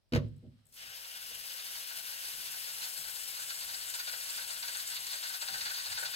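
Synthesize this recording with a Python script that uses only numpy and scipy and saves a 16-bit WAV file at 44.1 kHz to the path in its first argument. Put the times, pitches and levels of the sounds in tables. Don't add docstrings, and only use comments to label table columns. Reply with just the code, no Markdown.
import sys
import numpy as np
from scipy import signal
from scipy.fft import rfft, irfft, next_fast_len
from scipy.io import wavfile
from scipy.ndimage import map_coordinates

SR = 44100
rng = np.random.default_rng(int(sys.argv[2]) if len(sys.argv) > 2 else 0)


def natural_amplitude(level_db):
    exponent = np.asarray(level_db, float) / 20
    return 10 ** exponent


def inscribe(sig):
    pcm = np.round(np.clip(np.atleast_2d(sig).T, -1, 1) * 32767)
    wavfile.write(sys.argv[1], SR, pcm.astype(np.int16))


N = 271215

# hz, level_db
ROOM_TONE = [(25, 7), (60, 11), (150, -2), (320, -13.5), (620, -10.5), (1200, -20.5), (3000, -20.5),
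             (5300, -17), (6500, -30), (8300, -27), (15800, -33)]
# hz, level_db
GRIP_RUMBLE = [(25, 10.5), (70, -1.5), (150, -4.5), (300, -16), (600, -12.5), (1200, -65)]
# start_s, level_db
GRIP_SHIFTS = [
    (1.29, -63),
    (1.95, -65),
    (2.96, -56),
    (3.39, -62),
    (4.34, -62),
    (4.98, -79),
    (5.5, -51.5),
    (5.9, -67),
]
# start_s, peak_db
TRIGGER_TICKS = [(.092, -78), (.283, -72), (0.269, -79), (0.363, -70), (.3785, -73), (0.6541, -64),
                 (.6665, -60), (.687, -66), (.6945, -70), (.7244, -58), (.7404, -57)]
# hz, level_db
TRIGGER_SPECTRUM = [(4000, -26), (6500, -14), (8300, 6.5), (10000, -8), (12500, -2.5), (15800, -13)]
# start_s, thud_db, crack_db, favoured_hz, rise_s
CONTACTS = [(0.1218, -16.5, -31.5, 263, 0.0048), (0.1339, -16.5, -26.5, 304, 0.0015),
            (0.148, -13, -27.5, 91, 0.0047), (.159, -17, -25.5, 356, 0.00093),
            (.177, -21, -65, 140, 0.0014), (.245, -26, -64, 115, 0.0033), (.425, -32, -80, 240, 0.02),
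            (.438, -40.5, -80, 420, 0.011), (0.461, -48, -70, 230, 0.011), (.464, -29, -75, 165, .012),
            (.53, -46.5, -80, 154, 0.0062), (1.304, -44.5, -70, 510, 0.0064), (5.499, -45, -75, 204, .015),
            (5.57, -63, -75, 109, .01), (5.887, -35.5, -75, 63.6, 0.026), (6.041, -49, -75, 100, 0.013)]
# mode_hz, level_db, t60_s
TABLE_MODES = [(70, -5, 0.24), (105.6, 2.5, 0.087), (140, -4, 0.23), (158, -3.5, 0.1), (204, -13, 0.14),
               (237, -2.5, 0.097), (288, -14, 0.086), (310, -12, 0.1), (364.5, -16, 0.22), (483, -2, 0.095),
               (563, -15.5, 0.22), (627, -14, 0.19), (777, -11, 0.07), (930, -38, .1)]
# hz, level_db
CRACK_SPECTRUM = [(500, -15), (1000, -2.5), (1800, 0), (2800, -2), (3600, -3.5), (4500, -4.5), (5800, -14),
                  (8000, -20), (15800, -21)]
# hz, difference_db
THUD_TILT = [(50, 4), (100, 1.8), (200, 0.5)]
# hz, level_db
CLOTH_SPECTRUM = [(600, -6), (1500, -3), (2500, -5), (3100, 0), (3550, -5), (4000, -1), (4700, -7),
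                  (5500, -8), (6500, -17), (15800, -28)]
# hz, level_db
NOZZLE_SPECTRUM = [(300, -25.5), (700, -17.5), (1500, -9), (3000, -9), (5000, -2), (7000, -10),
                   (8200, -0.5), (9700, -4), (11000, 0.5), (13500, 0.5), (15000, -6), (15850, -1.5)]
# hz, level_db
SPATTER_SPECTRUM = [(250, -65), (500, -5.5), (900, -10), (1500, 0), (1900, 2), (3000, 5), (4400, -9),
                    (5500, 1), (7000, -15.5), (8200, -0.5), (9500, -10.5), (12000, -36), (15800, -7)]
# hz, level_db
SPURT_SPECTRUM = [(400, -36), (900, -4.5), (2000, 2), (3200, -4), (4300, 3), (5000, -5.5), (5800, -3.5),
                  (8000, -20.5), (12000, -45)]
# hz, level_db
FIZZ_SPECTRUM = [(5000, -29), (7000, -4), (7900, 2.5), (9200, 0), (10500, -13), (15800, -34)]
# hz, level_db
DROP_SPECTRUM = [(300, -19.0), (550, -11.5), (15800, -3)]
# mode_hz, width_hz, level_db
WALL_MODES = [(2907, 55, -13.5), (3457, 40, 1), (3705, 82, 6.5), (4054, 80, 2), (4244, 34, -2),
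              (4540, 166, 6), (4770, 108, 11), (5180, 54, -9), (6360, 220, 5), (6730, 90, -2),
              (7460, 86, -3), (8660, 110, 5)]
# mode_hz, width_hz, level_db
AIR_POCKETS = [(598, 37, -8), (771, 20, -10), (878, 37, -7.5), (1502, 62, 2), (1610, 16, -1)]
# start_s, peak_db
SMALL_SPURTS = [(0.91, -33), (1.005, -42), (1.054, -31), (1.112, -40), (1.199, -34), (1.279, -36),
                (1.349, -37), (1.518, -40), (1.542, -29), (1.599, -31), (1.66, -20), (1.756, -18.5),
                (1.908, -26), (1.963, -32), (1.99, -28), (2.073, -21), (2.118, -24), (2.251, -25),
                (2.328, -31), (2.423, -36), (2.483, -31), (2.534, -19), (2.632, -33), (2.666, -40),
                (2.765, -36), (2.816, -29), (2.865, -49), (2.97, -31), (3.0, -36), (3.044, -21),
                (3.077, -24), (3.16, -23), (3.242, -38), (3.328, -27), (3.371, -19), (3.426, -19),
                (3.626, -25), (3.691, -22), (3.803, -27), (3.995, -18), (4.204, -27), (4.256, -32),
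                (4.344, -40), (4.504, -15), (4.565, -23), (4.801, -20), (4.906, -34), (5.04, -23),
                (5.555, -29), (5.922, -16)]
# start_s, peak_db, hollow_db
STRONG_SPURTS = [(3.502, -28.5, -19.5), (3.7413, -27, -26), (3.943, -26, -22), (4.074, -26.5, -17.5),
                 (4.129, -26, -18), (4.301, -39.5, -41), (4.377, -27.5, -20), (4.4383, -32.5, -19),
                 (4.481, -44, -9.5), (4.6296, -23.5, -25), (4.683, -30, -14), (4.751, -26, -17),
                 (4.963, -31.5, -34), (5.068, -32, -41), (5.132, -28.5, -23), (5.232, -25.5, -23.5),
                 (5.2969, -35, -10), (5.341, -27.5, -19), (5.417, -23.5, -16), (5.481, -26.5, -14.5),
                 (5.5393, -28, -12.5), (5.612, -22.5, -27), (5.658, -29.5, -11), (5.703, -26, -18),
                 (5.773, -30.5, -20), (5.86, -29.5, -19), (5.975, -42, 1.5), (6.0235, -33.5, -4),
                 (6.054, -25, -30), (6.1345, -28, -17)]
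# start_s, peak_db
BIG_DROPS = [
    (2.9763, -34),
    (3.544, -37),
    (3.899, -31),
    (4.304, -34),
    (4.7698, -25),
    (4.875, -30),
    (5.0677, -29),
    (5.2933, -33.5),
    (5.9142, -50),
    (6.0134, -32),
]
# hz, likeness_0_to_1
LIKENESS = [(300, .88), (1200, .85), (1600, .65), (1780, .94), (2050, .85), (2300, .7), (3200, .72),
            (4400, .92), (5200, .72), (8000, .65), (15800, .42)]
# hz, level_db
FAR_SHADOW = [(200, -1.5), (900, 1.5), (1500, -5.5), (1900, 0.5), (2500, -0.5), (4500, -3), (7000, 1.5),
              (7600, -8), (8100, -37), (8600, -14), (9600, -5.5), (12000, -10.5), (15800, -13)]
# hz, lead_rad
NEAR_LEAD = [(0, 0), (1300, 2.8), (1880, 3.15), (2150, 4), (3360, 7.2), (4050, 6.8), (4650, 8.9),
             (5600, 9.6), (6550, 12.7), (6980, 12.9), (9130, 15.5), (10400, 19.4), (12500, 21.5),
             (15800, 26.6)]
# left_ms, left_gain, right_ms, right_gain
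EARLY_ECHOES = [(.635, .07, .68, .11), (.84, -.09, 1.23, -.06), (1.865, -.06, 2.4, .08),
                (2.73, .07, 2.64, .06), (2.885, .11, 2.91, .13), (3.29, -.06, 3.445, -.05),
                (2.81, -.05, 2.53, -.06), (3.7, -.07, 4.29, .04)]
# hz, t60_s
ROOM_DECAY = [(100, 0.64), (250, 0.38), (500, 0.23), (2000, 0.11), (8000, 0.071)]

GRIP_DB = -73
SEEP_DB, LEAK_S, LEAK_DB, LEAK_DB_PER_S = -85.5, 0.65, -88, 150
CLOTH_DB, SETTLE_DB, SETTLE_T60_S = -78.5, -60.5, 0.34
OPEN_S, VALVE_DB_PER_S = 0.632, 383
LAND_S, LANDING_DB_PER_S = 0.706, 750
FULL_DB, SHORTFALL_DB, BUILD_S, SAG_DB_PER_S = -46, 18.5, 0.38, 0.5
BED_DB, WETTER_DB_PER_S = -45.5, 0.0963
FILM_DB, DRY_DB, FILM_S, SPREAD_S = 3, 15, 2.37, 0.29
SPURT_GAIN_DB, SPURT_FIZZ_DB, SPURT_T60_S = 11.5, -36, 0.076
SMALL_GAIN_DB, SMALL_T60_S = -1.5, 0.073
STREAM_DB, STREAM_DB_PER_S = 10, 2.5
HOLLOW_DB_PER_S = 1

TIME_S = np.arange(N) / SR


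def unit(x):
    return x / np.sqrt(np.mean(x ** 2) + 1e-20)


def along(points, hz):
    f, v = np.transpose(points)
    return np.interp(np.log(hz + 1), np.log(f + 1), v)


def wobble(knots_per_s):
    knots = rng.standard_normal(int(N * knots_per_s / SR) + 4)
    return map_coordinates(knots, [np.arange(N) * knots_per_s / SR])


def filtered(x, response):
    m = next_fast_len(N + SR // 2)
    return irfft(rfft(x, m) * response(np.fft.rfftfreq(m, 1 / SR)), m)[..., :N]


def resonant(x, modes, direct):
    def response(f):
        return direct + sum(natural_amplitude(db) * 1j * f * width / (hz * hz - f * f + 1j * f * width)
                            for hz, width, db in modes)
    return filtered(x, response)


def hiss(spectrum, grain_db=0, channels=2):
    noise = rng.standard_normal((channels, N))
    grain = natural_amplitude(grain_db * np.clip(rng.standard_normal(N), -3, 2.4))
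    return unit(filtered(noise * grain, lambda hz: natural_amplitude(along(spectrum, hz))))


def swells(start_s, db, t60_s, rise_s):
    out, t = np.zeros(N + SR), np.arange(SR // 5) / SR
    for s, level_db, life_s in np.broadcast(start_s, db, t60_s):
        decay = natural_amplitude(level_db - 60 * t / max(life_s, 0.005))
        out[round(s * SR):][:len(t)] += decay * (1 - np.exp(-t / rise_s)) ** 2
    return out[:N]


def reaching():
    return np.interp(TIME_S, [0.2, 0.24, 0.76, 0.8], [0, 1, 1, 0])


def air():
    tone = hiss(ROOM_TONE, channels=3)
    low = hiss(GRIP_RUMBLE, channels=3)
    grip = natural_amplitude(GRIP_DB + 3.0 * wobble(9.2)) + swells(*np.transpose(GRIP_SHIFTS), 0.46, rise_s=0.035)
    held = np.interp(TIME_S, [0.55, 0.7], [0, 1]) * grip
    return natural_amplitude(-74) * (tone[:2] + 0.42 * tone[2]) + held * (low[:2] + 1.72 * low[2])


def trigger():
    leak = (TIME_S > LEAK_S) * natural_amplitude(np.minimum(LEAK_DB + LEAK_DB_PER_S * (TIME_S - LEAK_S), 0))
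    s, db = np.transpose(TRIGGER_TICKS)
    ticks = swells(s, db + 4.0, 0.023, rise_s=0.00034)
    return (reaching() * (natural_amplitude(SEEP_DB) + leak) + ticks) * hiss(TRIGGER_SPECTRUM)


def knock():
    out, t = np.zeros((2, N + SR)), np.arange(SR // 3) / SR
    hz, level_db, t60_s = np.transpose(TABLE_MODES)[..., None]
    for s, db, _, favoured_hz, rise_s in CONTACTS:
        chance = rng.standard_normal((3, len(TABLE_MODES), 1))
        favour_db = -8.1 * np.log2(hz / favoured_hz) ** 2
        rise = 1 - np.exp(-t / rise_s)
        for side, sign in enumerate((1, -1)):
            uneven_db = 1.5 * chance[0] + 1.5 * sign * chance[1]
            size = natural_amplitude(level_db + favour_db + uneven_db - 60 * t / t60_s)
            ring = size * np.sin(2 * np.pi * hz * t + 0.23 * sign * chance[2])
            out[side, round(s * SR):][:len(t)] += natural_amplitude(db - 5.0) * ring.sum(0) * rise
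    thud = filtered(out[:, :N], lambda f: natural_amplitude(along(THUD_TILT, f) * [[-0.5], [0.5]]))
    s, _, crack_db = np.transpose(CONTACTS)[:3]
    snap = swells(s, crack_db - 4.5, 0.037, rise_s=0.00057)
    after = swells(s, crack_db - 28.5, 0.2, rise_s=0.003)
    return thud, (snap + after) * hiss(CRACK_SPECTRUM, grain_db=3)


def cloth():
    level = natural_amplitude(CLOTH_DB) + natural_amplitude(SETTLE_DB - 60 * np.abs(TIME_S - 0.2) / SETTLE_T60_S)
    return reaching() * level * natural_amplitude(1.5 * wobble(40)) * hiss(CLOTH_SPECTRUM, grain_db=4)


def jet_levels():
    shortfall_db = SHORTFALL_DB * np.exp(-(TIME_S - OPEN_S) / BUILD_S)
    pressure_db = FULL_DB - shortfall_db - SAG_DB_PER_S * np.clip(TIME_S - 3, 0, None)
    nozzle_db = np.minimum(pressure_db, -103 + VALVE_DB_PER_S * (TIME_S - OPEN_S))
    onset = natural_amplitude(np.minimum(-96.0 + LANDING_DB_PER_S * (TIME_S - LAND_S) - BED_DB, 40))
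    bed_db = BED_DB + WETTER_DB_PER_S * TIME_S + 20 * np.log10(onset / (1 + onset))
    film_db = FILM_DB - DRY_DB / (1 + np.exp((TIME_S - FILM_S) / SPREAD_S))
    return nozzle_db, bed_db, film_db


def spurt_rows():
    s, db, hollow_db = np.transpose(STRONG_SPURTS)
    small_s, small_db = np.transpose(SMALL_SPURTS)
    luck = rng.standard_normal((len(SMALL_SPURTS), 2))
    return (np.r_[s, small_s],
            np.r_[db + SPURT_GAIN_DB, small_db + SMALL_GAIN_DB],
            np.r_[hollow_db, -21 + 4 * luck[:, 0]],
            np.r_[SPURT_FIZZ_DB + 0 * s, -15 + 3 * luck[:, 1]],
            np.r_[SPURT_T60_S + 0 * s, SMALL_T60_S + 0 * small_s])


def spray():
    nozzle_db, bed_db, film_db = jet_levels()
    s, db, hollow_db, fizz_db, t60_s = spurt_rows()
    flutter_db = 0.17 * wobble(26.4) + 1.3 * wobble(60)
    nozzle = natural_amplitude(nozzle_db + 6.5 + flutter_db) * hiss(NOZZLE_SPECTRUM, grain_db=5.0)

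    bed = natural_amplitude(bed_db - 4.0 + 1.16 * wobble(45))
    gulps = swells(s - 0.008, db + 4.5, 0.6 * t60_s, rise_s=0.014)
    stream = natural_amplitude(bed_db + STREAM_DB + STREAM_DB_PER_S * (TIME_S - 8) + 3.7 * wobble(40))
    spurts = natural_amplitude(-9.0) * (gulps + stream) * hiss(SPURT_SPECTRUM, grain_db=4)
    landing = bed * hiss(SPATTER_SPECTRUM, grain_db=4.5)
    spatter = resonant(landing + spurts, WALL_MODES, direct=0.92)

    spurt_fizz = swells(s, db + fizz_db - 8.0, 0.38 * t60_s, rise_s=0.0018)
    film = natural_amplitude(film_db + 2.1 * wobble(45)) * bed
    snaps = swells(*np.transpose(BIG_DROPS), 0.015, rise_s=0.00035)
    fizz = (spurt_fizz + film + snaps) * hiss(FIZZ_SPECTRUM, grain_db=6.0)

    drops = unit(resonant(hiss(DROP_SPECTRUM), AIR_POCKETS, direct=0))
    steady = natural_amplitude(-10 + HOLLOW_DB_PER_S * (TIME_S - 4.5) + 3.3 * wobble(25)) * bed
    hollow = (steady + swells(s, db + hollow_db + 4.0, 0.67 * t60_s, rise_s=0.0057)) * drops
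    return (TIME_S > OPEN_S) * (nozzle + spatter + fizz + hollow)


def ports(pair):
    def split(hz):
        share = np.clip(along(LIKENESS, hz), 0, 1)
        return np.array([share, np.sqrt(1 - share ** 2)])

    def echo(hz, k):
        return 1 + sum(e[k + 1] * np.exp(-2j * np.pi * hz * e[k] / 1000) for e in EARLY_ECHOES)

    def far(hz):
        return natural_amplitude(along(FAR_SHADOW, hz)) * np.exp(-1j * np.interp(hz, *np.transpose(NEAR_LEAD)))

    common, own = filtered(pair, split)
    both = np.array([pair[0], common + own * natural_amplitude(2.24 * wobble(8))])
    return filtered(both, lambda hz: np.array([echo(hz, 0), echo(hz, 2) * far(hz)]))


def room(x):
    hz, t, z = signal.stft(rng.standard_normal((2, SR // 2)), SR, nperseg=256)
    alike = np.clip(1 - hz / 500, 0, 1)[:, None]
    z[1] = alike * z[0] + np.sqrt(1 - alike ** 2) * z[1]
    decay = natural_amplitude(-60 * t / along(ROOM_DECAY, hz)[:, None])
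    tail = signal.istft(z * decay, SR, nperseg=256)[1]
    late = np.pad(x, ((0, 0), (300, 0)))
    return signal.fftconvolve(late, tail / np.linalg.norm(tail[0]), axes=1)[:, :N]


def scene():
    thud, crack = knock()
    near = ports(spray() + trigger() + crack)
    reverb = room(natural_amplitude(-8.0) * near + natural_amplitude(-12.5) * thud)
    return near + thud + reverb + cloth() + air()


def band_limit(x):
    return signal.sosfilt(signal.butter(12, 15840, fs=SR, output="sos"), x)


def record(dry):
    low_hz, top_hz = 40, 15830
    mix = filtered(dry, lambda hz: (1j * hz / (low_hz + 1j * hz)) ** 3 * (hz < top_hz))
    return band_limit(mix)


dry = scene()
out = record(dry)
inscribe(out)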